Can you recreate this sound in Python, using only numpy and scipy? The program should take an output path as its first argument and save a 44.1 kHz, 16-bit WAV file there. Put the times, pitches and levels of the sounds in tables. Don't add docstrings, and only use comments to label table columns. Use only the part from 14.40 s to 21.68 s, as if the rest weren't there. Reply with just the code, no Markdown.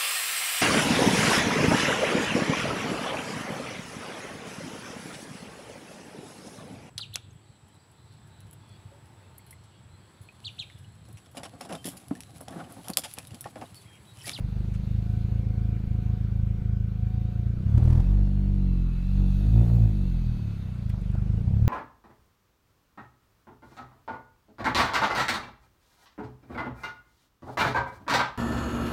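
import sys
import numpy as np
from scipy import signal
from scipy.fft import rfft, irfft, next_fast_len
from scipy.io import wavfile
from scipy.ndimage import uniform_filter1d, map_coordinates

SR = 44100
rng = np.random.default_rng(int(sys.argv[2]) if len(sys.argv) > 2 else 0)


def attenuation_scalar(level_db):
    decades = np.asarray(level_db, float) / 20
    return 10 ** decades


def store_wav(level_fs):
    pcm = np.round(np.clip(np.atleast_2d(level_fs), -1, 1) * 32767)
    wavfile.write(sys.argv[1], SR, pcm.T.astype(np.int16))


N = 321048


def unit(x):
    return x / np.sqrt(np.mean(x ** 2) + 1e-20)


def along(points, hz):
    f, v = np.transpose(points)
    return attenuation_scalar(np.interp(np.log(hz + 1), np.log(f + 1), v, left=-120))


def curves(rows):
    s, *cols = np.transpose(rows)
    return [np.interp(np.arange(N) / SR, s, c) for c in cols]


def wobble(rate, count=N):
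    coarse = np.arange(0, count + 32, 32)
    knots = rng.standard_normal(int(N * rate / SR) + 4)
    return np.interp(np.arange(count), coarse, map_coordinates(knots, [coarse * rate / SR]))


def filtered(x, response):
    m = next_fast_len(len(x) + SR // 2)
    return irfft(rfft(x, m) * response(np.fft.rfftfreq(m, 1 / SR)), m)[:len(x)]


def mode(f, hz, width):
    return 1j * f * width / (hz * hz - f * f + 1j * f * width)


def rush(response, patchy_db):
    z = signal.stft(rng.standard_normal(N), nperseg=512)[2]
    field = uniform_filter1d(rng.standard_normal(z.shape), size=5, axis=0)
    field = uniform_filter1d(field, size=10, axis=1)
    patchy = signal.istft(z * attenuation_scalar(patchy_db * unit(field)), nperseg=512)[1][:N]
    return unit(filtered(patchy, response))


def puffs(train, length_ms, lead_ms):
    u = np.arange(SR // 20) / SR * 1000 / length_ms
    return signal.fftconvolve(train, u * np.exp(1 - u))[round(lead_ms * SR / 1000):][:N]


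def placed(pieces):
    out = np.zeros(N + 4 * SR)
    for s, piece in pieces:
        out[round(abs(s) * SR):][:len(piece)] += piece
    return out[:N]


def swell(length, db, edge):
    u = np.arange(round(length * SR)) / (length * SR)
    return attenuation_scalar(db) * np.sin(np.pi / 2 * np.clip(np.minimum(u, 1 - u) / edge, 0, 1)) ** 2


def swells(rows, edge):
    return placed((s, swell(length, db, edge)) for s, length, db in rows)


def sing(hz, gain, waver_hz, rate):
    strength = gain * attenuation_scalar(3.0 + 0.81 * wobble(14, count=len(gain)))
    pitch = hz + waver_hz * wobble(rate, count=len(gain))
    return strength * np.sin(2 * np.pi * np.cumsum(pitch) / SR)


# [t/s, exhaust strokes per s]
SPEED = [(0, 25.16), (.99, 27.48), (1.1, 26.98), (2.588, 26.74), (3.136, 28.57), (3.378, 38.73),
         (3.547, 40.3), (3.725, 49.15), (4.161, 48.23), (4.514, 42.52), (4.737, 47.7), (4.931, 46.55),
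         (5.17, 56.86), (5.36, 58.58), (5.719, 43.37), (6.595, 24.14), (6.921, 25.62), (7.28, 39.35)]


def crank():
    return np.cumsum(curves(SPEED)[0]) / SR - .226


# [t/s, level/dB]
PUMPING = [(0, -22), (.4, -20.5), (2.8, -21), (3.1, -22), (3.27, -17.5), (3.48, -21), (3.62, -18.5),
           (4.3, -16.5), (4.6, -21.5), (4.8, -15), (5, -18), (5.15, -14.5), (5.5, -17.5), (5.88, -20),
           (6.17, -25), (6.67, -19.5), (7.17, -16.5), (7.28, -21)]
# [start t/s, end t/s, blast level/dB
# at start, blast level/dB at end]
BURNS = [(0, .49, -21, -24), (.49, 3.16, -19, -17.5), (3.25, 3.335, -15, -17.5), (3.34, 3.61, -7, -11),
         (3.68, 3.85, -25, -21), (4.5, 4.7, -45, -45), (5.07, 5.222, -18.5, -14), (5.3, 5.49, -15.5, -13.5),
         (5.86, 5.92, -22, -21), (6, 6.09, -25, -24), (6.09, 6.33, -28, -28), (6.37, 6.56, -22, -20),
         (6.69, 6.95, -20.5, -17.7), (6.96, 7.04, -21.5, -22.5), (7.05, 7.21, -13.5, -15.5),
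         (7.21, 7.35, -12.5, -8)]
# [first t/s, last t/s, blast level/dB under a full burn]
LEAN = [(.01, .01, -9), (.088, .088, -20), (.127, .127, -5.5), (.243, .243, -8.5), (.399, .437, -14),
        (.626, .664, -8), (.815, .815, -6), (.886, .886, -11.5), (1.032, 1.032, -12.5), (1.143, 1.143, -11),
        (1.366, 1.404, -8), (1.441, 1.479, -15), (1.627, 1.627, -12), (1.775, 1.775, -16.5),
        (1.885, 1.885, -7.5), (2.147, 2.222, -8.5), (2.483, 2.596, -7), (2.707, 2.707, -11),
        (2.817, 2.817, -5), (2.889, 2.925, -11), (3.031, 3.031, -9), (3.138, 3.138, -8), (3.4, 3.4, -12),
        (5.106, 5.124, -13), (5.385, 5.385, -17.5), (5.475, 5.475, -16.5), (6.391, 6.426, -8),
        (6.864, 6.864, -12), (7.11, 7.11, -8.5), (7.198, 7.198, -7)]


def strokes():
    turns = crank()
    at = np.searchsorted(turns, np.arange(int(turns[-1]) + 2))
    at[-1] = 2 * at[-2] - at[-3]
    chance = rng.standard_normal((len(at), 3))
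    at = at + np.round(8 * chance[:, 0]).astype(int)
    when = at / SR
    push_db = curves(PUMPING)[0][np.minimum(at, N - 1)]
    blast_db = push_db - 14.5
    for s0, s1, db0, db1 in BURNS:
        burning = (when >= s0) & (when < s1)
        blast_db = np.where(burning, np.interp(when, [s0, s1], [db0, db1]), blast_db)
    for s0, s1, db in LEAN:
        first, last = np.argmin(abs(when - s0)), np.argmin(abs(when - s1))
        blast_db[first:last + 1] += db
    push, blast = np.zeros((2, N + SR // 4))
    push[at] = attenuation_scalar(push_db)
    blast[at] = attenuation_scalar(blast_db + .7 * chance[:, 1]) + .07 * attenuation_scalar(push_db) * chance[:, 2]
    return push, blast


# [f/Hz, width/Hz, signed gain for push, signed gain for blast]
PIPE = [(42.6, 8, -13.7, -1), (50.8, 24.6, 6.6, -10.3), (112.8, 25.6, 5.8, 56.4),
        (193.25, 65.4, 19.1, -97.2), (195.43, 50.55, -23.6, 124.7), (293.8, 41, -1.5, -1.6)]
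# [rise/ms, lead/ms]
PUSH = (.62, 6.14)
# [rise/ms, lead/ms]
BLAST = (2.55, 9.32)
# [f/Hz, level/dB]
MOUTH = [(8, -3.5), (25, -3), (45, 2.5), (80, 4), (120, 3), (200, 4.5), (260, 5.5), (450, -31), (800, -44),
         (1600, -120)]


def valve(f, pulse):
    rise_ms, lead_ms = pulse
    return np.exp(2j * np.pi * f * lead_ms / 1000) / (1 + 2j * np.pi * f * rise_ms / 1000) ** 3


def exhaust(push, blast):
    thin = lambda f: valve(f, PUSH) * sum(g * mode(f, hz, w) for hz, w, g, _ in PIPE)
    fat = lambda f: valve(f, BLAST) * sum(g * mode(f, hz, w) for hz, w, _, g in PIPE)
    gas = filtered(push, thin) + filtered(blast, fat)
    return attenuation_scalar(28.0) * filtered(gas, lambda f: along(MOUTH, f))[:N]


# [multiple, rms level/dB]
IDLE_ORDERS = [(9, -56), (10, -55), (11, -57), (12, -61), (14, -62), (15, -62), (16, -64), (18, -66),
               (19, -64), (21, -68)]
# [t/s, level/dB]
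IDLE_RING = [(0, -7), (.3, -5), (.9, 0), (1.9, 0), (2.3, -2), (2.6, -5), (2.9, -1), (3.2, -1), (3.4, -25),
             (6.3, -25), (6.7, -7), (7.28, -1)]


def idle_ring():
    turns = crank()
    lines = sum(attenuation_scalar(db + 2.5 * wobble(4)) * np.cos(2 * np.pi * k * (turns - .04)) for k, db in IDLE_ORDERS)
    return attenuation_scalar(curves(IDLE_RING)[0]) * np.sqrt(2) * lines


# [f/Hz, level/dB per Hz]
RASP = [(140, -22), (230, -2), (290, -19), (400, -23), (488, -22.5), (602, -24), (743, -23.5),
        (1260, -29.5), (1910, -29), (3120, -49.5), (3520, -41), (15000, -62.5)]
# [f/Hz, level/dB per Hz]
CRACK = [(300, -30), (500, 0), (1000, -4), (2000, -11), (3500, -17), (6000, -19), (9000, -25), (15000, -29)]
# [t/s, level/dB]
SPIT = [(3.349, -10), (3.375, 6), (3.4, 18), (3.426, -5), (3.452, 4), (3.477, 0), (3.503, 4), (3.527, 6),
        (3.552, 5), (3.576, 3), (3.6, 8), (3.625, 26), (7.224, -3.5)]


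def rasp(push, blast, rasp_db):
    colour = lambda f: along(RASP, f) / (1 + (f / 900) ** 2) / (1 + (290 / (f + 1)) ** 6)
    dull = rush(colour, patchy_db=1.5)
    gate = puffs((push > 0) * 1., length_ms=2.3, lead_ms=2.6) + 1.0
    force, at = (abs(blast) / 0.52) ** 2.4, np.flatnonzero(push)
    for s, db in SPIT:
        force[at[np.argmin(abs(at - s * SR))]] *= attenuation_scalar(db)
    crack = puffs(force, length_ms=2.2, lead_ms=0) + .2 * puffs(force, length_ms=8, lead_ms=0)
    bright = crack * rush(lambda f: along(CRACK, f), patchy_db=0)
    return attenuation_scalar(rasp_db + 0.5) * unit(gate * dull) + attenuation_scalar(-43.5) * bright


# [f/Hz, width/Hz, level/dB]
CASING = [(1370, 480, -8.5), (2586, 90, -3), (2780, 100, -5.5), (3625, 420, -5), (4170, 240, -4),
          (4560, 190, -6.5), (6360, 690, -15), (9350, 990, -18.5), (13100, 1800, -20)]


def blower(push, hiss_db):
    casing = lambda f: sum((-1) ** k * attenuation_scalar(db) * mode(f, hz, w) for k, (hz, w, db) in enumerate(CASING))
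    flutter = 1 + 0.48 * puffs((push > 0) * 1., length_ms=1.4, lead_ms=2.5)
    intake = lambda f: mode(f, 13300, 1600) ** 2 + .5 * mode(f, 10000, 3000) + .7 * mode(f, 7300, 1500)
    fizz = unit(filtered(rng.standard_normal(N), intake))
    hiss = attenuation_scalar(hiss_db - 1 + .6 * wobble(9)) * unit(flutter * rush(casing, patchy_db=1.5))
    return hiss + attenuation_scalar(-67.0) * (curves(SPEED)[0] / 58) ** 8 * fizz


# [f/Hz, level/dB per Hz]
STREET = [(150, -36.5), (250, -12), (282, -6), (346, -9), (496, -13), (676, -22), (736, -16), (1130, -15.5),
          (1490, -13.5), (1740, -20.5), (2360, -19.5), (6840, -40.5), (15000, -52)]
# [f/Hz, level/dB per Hz]
RUMBLE = [(5, -3), (20, 3), (35, 1), (60, -3), (150, -6), (250, -18), (400, -36), (600, -60), (1200, -120)]


def street(street_db):
    high = rush(lambda f: along(STREET, f) * f ** 2 / (f ** 2 + 4500 ** 2), patchy_db=2.5)
    wide = rush(lambda f: along(STREET, f), patchy_db=2.5)
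    low = rush(lambda f: along(RUMBLE, f), patchy_db=-3)
    pumping_db, = curves(PUMPING)
    return attenuation_scalar(street_db + 3) * high + attenuation_scalar(-61 + wobble(2)) * wide + attenuation_scalar(pumping_db - 20.5) * low


# [f/Hz, width/Hz, level/dB]
UPPER = [(227.5, 17, 7.5), (309.4, 28.4, 8.5), (332, 50.4, 6.5), (390.6, 48, -3.5), (464, 12, -2.5),
         (590, 45, -7.5), (705, 52, -7.5), (895, 39, -16.5)]
# [t/s, length/s, level/dB]
BARKS = [(0.15, 0.19, -43), (.82, 0.16, -51), (1.33, 0.05, -37), (2.2, 1.9, -56), (3.36, 0.056, -35),
         (3.39, 0.27, -40.5), (3.62, 0.33, -48), (3.7, 1.06, -47.5), (4.72, 0.22, -45), (4.92, 0.22, -47.5),
         (5, 0.78, -49.5), (5.1, 0.18, -45), (5.43, 0.089, -61), (5.45, 0.47, -53.5), (5.75, 0.6, -51.5),
         (6.72, 0.061, -40), (6.78, 0.3, -44)]
# [t/s, length/s, level/dB]
DRONE = [
    (3.6, 0.3, -25.5),
    (4.74, 0.13, -36),
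    (5, 0.26, -30),
    (5.5, 0.4, -57),
]


def overtones(push):
    taps = (push > 0) * attenuation_scalar(.7 * rng.standard_normal(len(push)))
    modes = lambda f: -sum((-1) ** k * attenuation_scalar(db) * mode(f, hz, w) for k, (hz, w, db) in enumerate(UPPER))
    pipe = lambda f: modes(f) * f ** 4 / (f ** 4 + 220 ** 4)
    soft = lambda f: pipe(f) / (1 + 1j * f / 1200) ** 2
    ring = unit(filtered(taps, soft)[160:][:N])
    pace = curves(SPEED)[0] / 48
    bright = filtered(ring, lambda f: f ** 8 / (f ** 8 + 500. ** 8))
    bark = (ring + (.55 * pace ** 5 - 1) * bright) * pace ** 1.3
    drone = np.cos(2 * np.pi * (crank() + .4))
    return (attenuation_scalar(-73) + swells(BARKS, edge=0.41)) * bark + swells(DRONE, edge=0.27) * drone


# [t/s, length/s, f/Hz, glide/Hz per s, level/dB]
WHISTLES = [(2.66, 0.25, 3730, -100, -75), (3.622, 0.071, 2560, 2, -67), (3.7, .5, 2820, 46, -75),
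            (3.72, 0.45, 4280, -51, -73), (4.14, .38, 4230, -850, -71), (4.25, 0.3, 2710, -600, -68),
            (4.5, .25, 2550, 850, -68), (4.45, 0.65, 2570, -10, -68), (4.7, .26, 2770, -50, -70),
            (4.52, 0.33, 3920, 1000, -71), (4.62, .3, 3520, -2, -74), (5.05, .45, 2560, 6, -70),
            (5.1, 0.17, 3570, 3, -68), (5.45, 0.2, 2560, 200, -69), (5.6, .3, 2740, -800, -68),
            (5.85, 0.35, 2540, 200, -69), (5.55, 0.3, 4150, 300, -73), (5.8, 0.27, 4580, -400, -70),
            (6.2, 0.11, 3700, -100, -70), (6.22, .2, 2700, -300, -71)]


def whistle(length, hz, glide, db):
    gain = swell(length, db, edge=0.14)
    return sing(hz + glide * np.arange(len(gain)) / SR, gain, waver_hz=(hz / 470) ** 2, rate=100)


# [t/s, f/Hz]
PUMP = [(.3, 705), (.6, 714), (.9, 729), (1.25, 719), (1.6, 725), (2.3, 723), (2.65, 736), (2.9, 722),
        (3.15, 694), (4.2, 700)]
# [t/s, length/s, level/dB]
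WHINE = [
    (.3, 3.9, -70),
    (.58, .22, -63),
    (.75, .3, -70),
    (1.05, .36, -65),
    (1.48, 0.35, -65),
    (2.02, 0.39, -71),
    (2.52, 0.6, -64),
]
# [t/s, length/s, level/dB]
THIRD = [
    (.35, .3, -75),
    (.75, .6, -73),
    (1.3, .7, -79),
    (1.95, .45, -75),
]
# [f/Hz, width/Hz, level/dB]
TONES = [(1512, 14, -73.5), (2357, 39, -76), (12200, 160, -91), (13050, 100, -86.5), (13650, 100, -87.5)]


def whine():
    idle_db, = curves([(.3, -8), (.8, 0), (2.6, -1), (3.3, -7), (3.6, -22), (6.4, -18), (7, -12)])
    bands = lambda f: sum(attenuation_scalar(db) * mode(f, hz, w) ** 2 * np.sqrt(SR / w) for hz, w, db in TONES)
    hums = attenuation_scalar(idle_db) * filtered(rng.standard_normal(N), bands)
    whistles = placed((s, whistle(*row)) for s, *row in WHISTLES)
    pump_hz, = curves(PUMP)
    first = sing(pump_hz, swells(WHINE, edge=0.17), waver_hz=5, rate=16)
    third = sing(3 * pump_hz, swells(THIRD, edge=.3), waver_hz=4, rate=11)
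    return first + third + whistles + hums


# [t/s, peak level/dB, centre f/Hz, spread/octaves, length/ms]
HANDLING = [(0.336, -47, 2000, 0.6, 28), (0.334, -54, 6500, 0.5, 30), (1.704, -50, 653, .4, 6),
            (3.437, -52, 9200, 0.7, 6.6), (3.49, -54, 7000, .7, 5), (5.435, -48, 900, .6, 5),
            (5.817, -48, 800, .6, 8), (6.491, -52, 11000, 0.7, 14), (6.493, -45, 2200, 0.8, 16),
            (6.502, -51, 7000, 1.1, 2), (6.543, -43, 1000, 0.25, 3.1), (6.72, -53, 1350, 0.27, 100),
            (6.613, -54, 8440, 0.5, 1.5), (6.617, -56, 8000, 0.4, 1.9), (6.647, -59, 7000, 0.54, 2),
            (6.682, -58, 7000, 0.4, 1.5), (6.716, -54, 8540, 0.4, 1.6), (6.720, -57, 8600, 0.48, 1.2),
            (6.751, -36, 480, 0.6, 6), (6.75, -56, 5000, .8, 6), (6.98, -42, 424, 0.23, 26),
            (7.142, -50, 1200, .7, 5)]


def handling():
    out = np.zeros(N + SR)
    t = np.arange(SR // 8) / SR
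    for s, db, hz, octaves, ms in HANDLING:
        band = lambda f: np.exp(-.5 * (np.log2((f + 1) / hz) / octaves) ** 2)
        grit = filtered(rng.standard_normal(len(t)), band)
        burst = grit * np.exp(-(t * 1000 / ms) ** 3) * np.minimum(t * 4000 / ms, 1)
        out[round(s * SR):][:len(t)] += attenuation_scalar(db) * burst / abs(burst).max()
    return out[:N]


# [t/s, level/dB]
FLOW = [(0, -56), (1.55, -59.5), (2.4, -63.5), (3.18, -65), (3.31, -51), (3.51, -43.5), (3.85, -55),
        (4.14, -59), (4.52, -60), (4.76, -53.5), (4.95, -55), (5.28, -49), (5.52, -57), (6.37, -56),
        (6.57, -54), (6.93, -54), (7.28, -53)]
# [t/s, hiss level/dB]
BELTS = [(0, -64.5), (.7, -66), (2.4, -74.5), (3.25, -67), (3.75, -72.5), (4.15, -66), (4.76, -60),
         (5.6, -60.5), (6.35, -64), (6.7, -70.5), (7.28, -74)]


def scene():
    push, blast = strokes()
    flow_db, = curves(FLOW)
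    hiss_db = curves(BELTS)[0] + 1.9 * wobble(3)
    clatter_db = -69 + 0.49 * (flow_db + 54.5)
    car = exhaust(push, blast) + overtones(push) + idle_ring()
    car = car + rasp(push, blast, flow_db) + blower(push, hiss_db) + whine()
    return (car + street(clatter_db) + handling())[None]


def roll_off(x):
    return signal.sosfilt(signal.butter(12, 15300, fs=SR, output="sos"), x)


def record(dry):
    return roll_off(dry)


dry = scene()
out = record(dry)
store_wav(out)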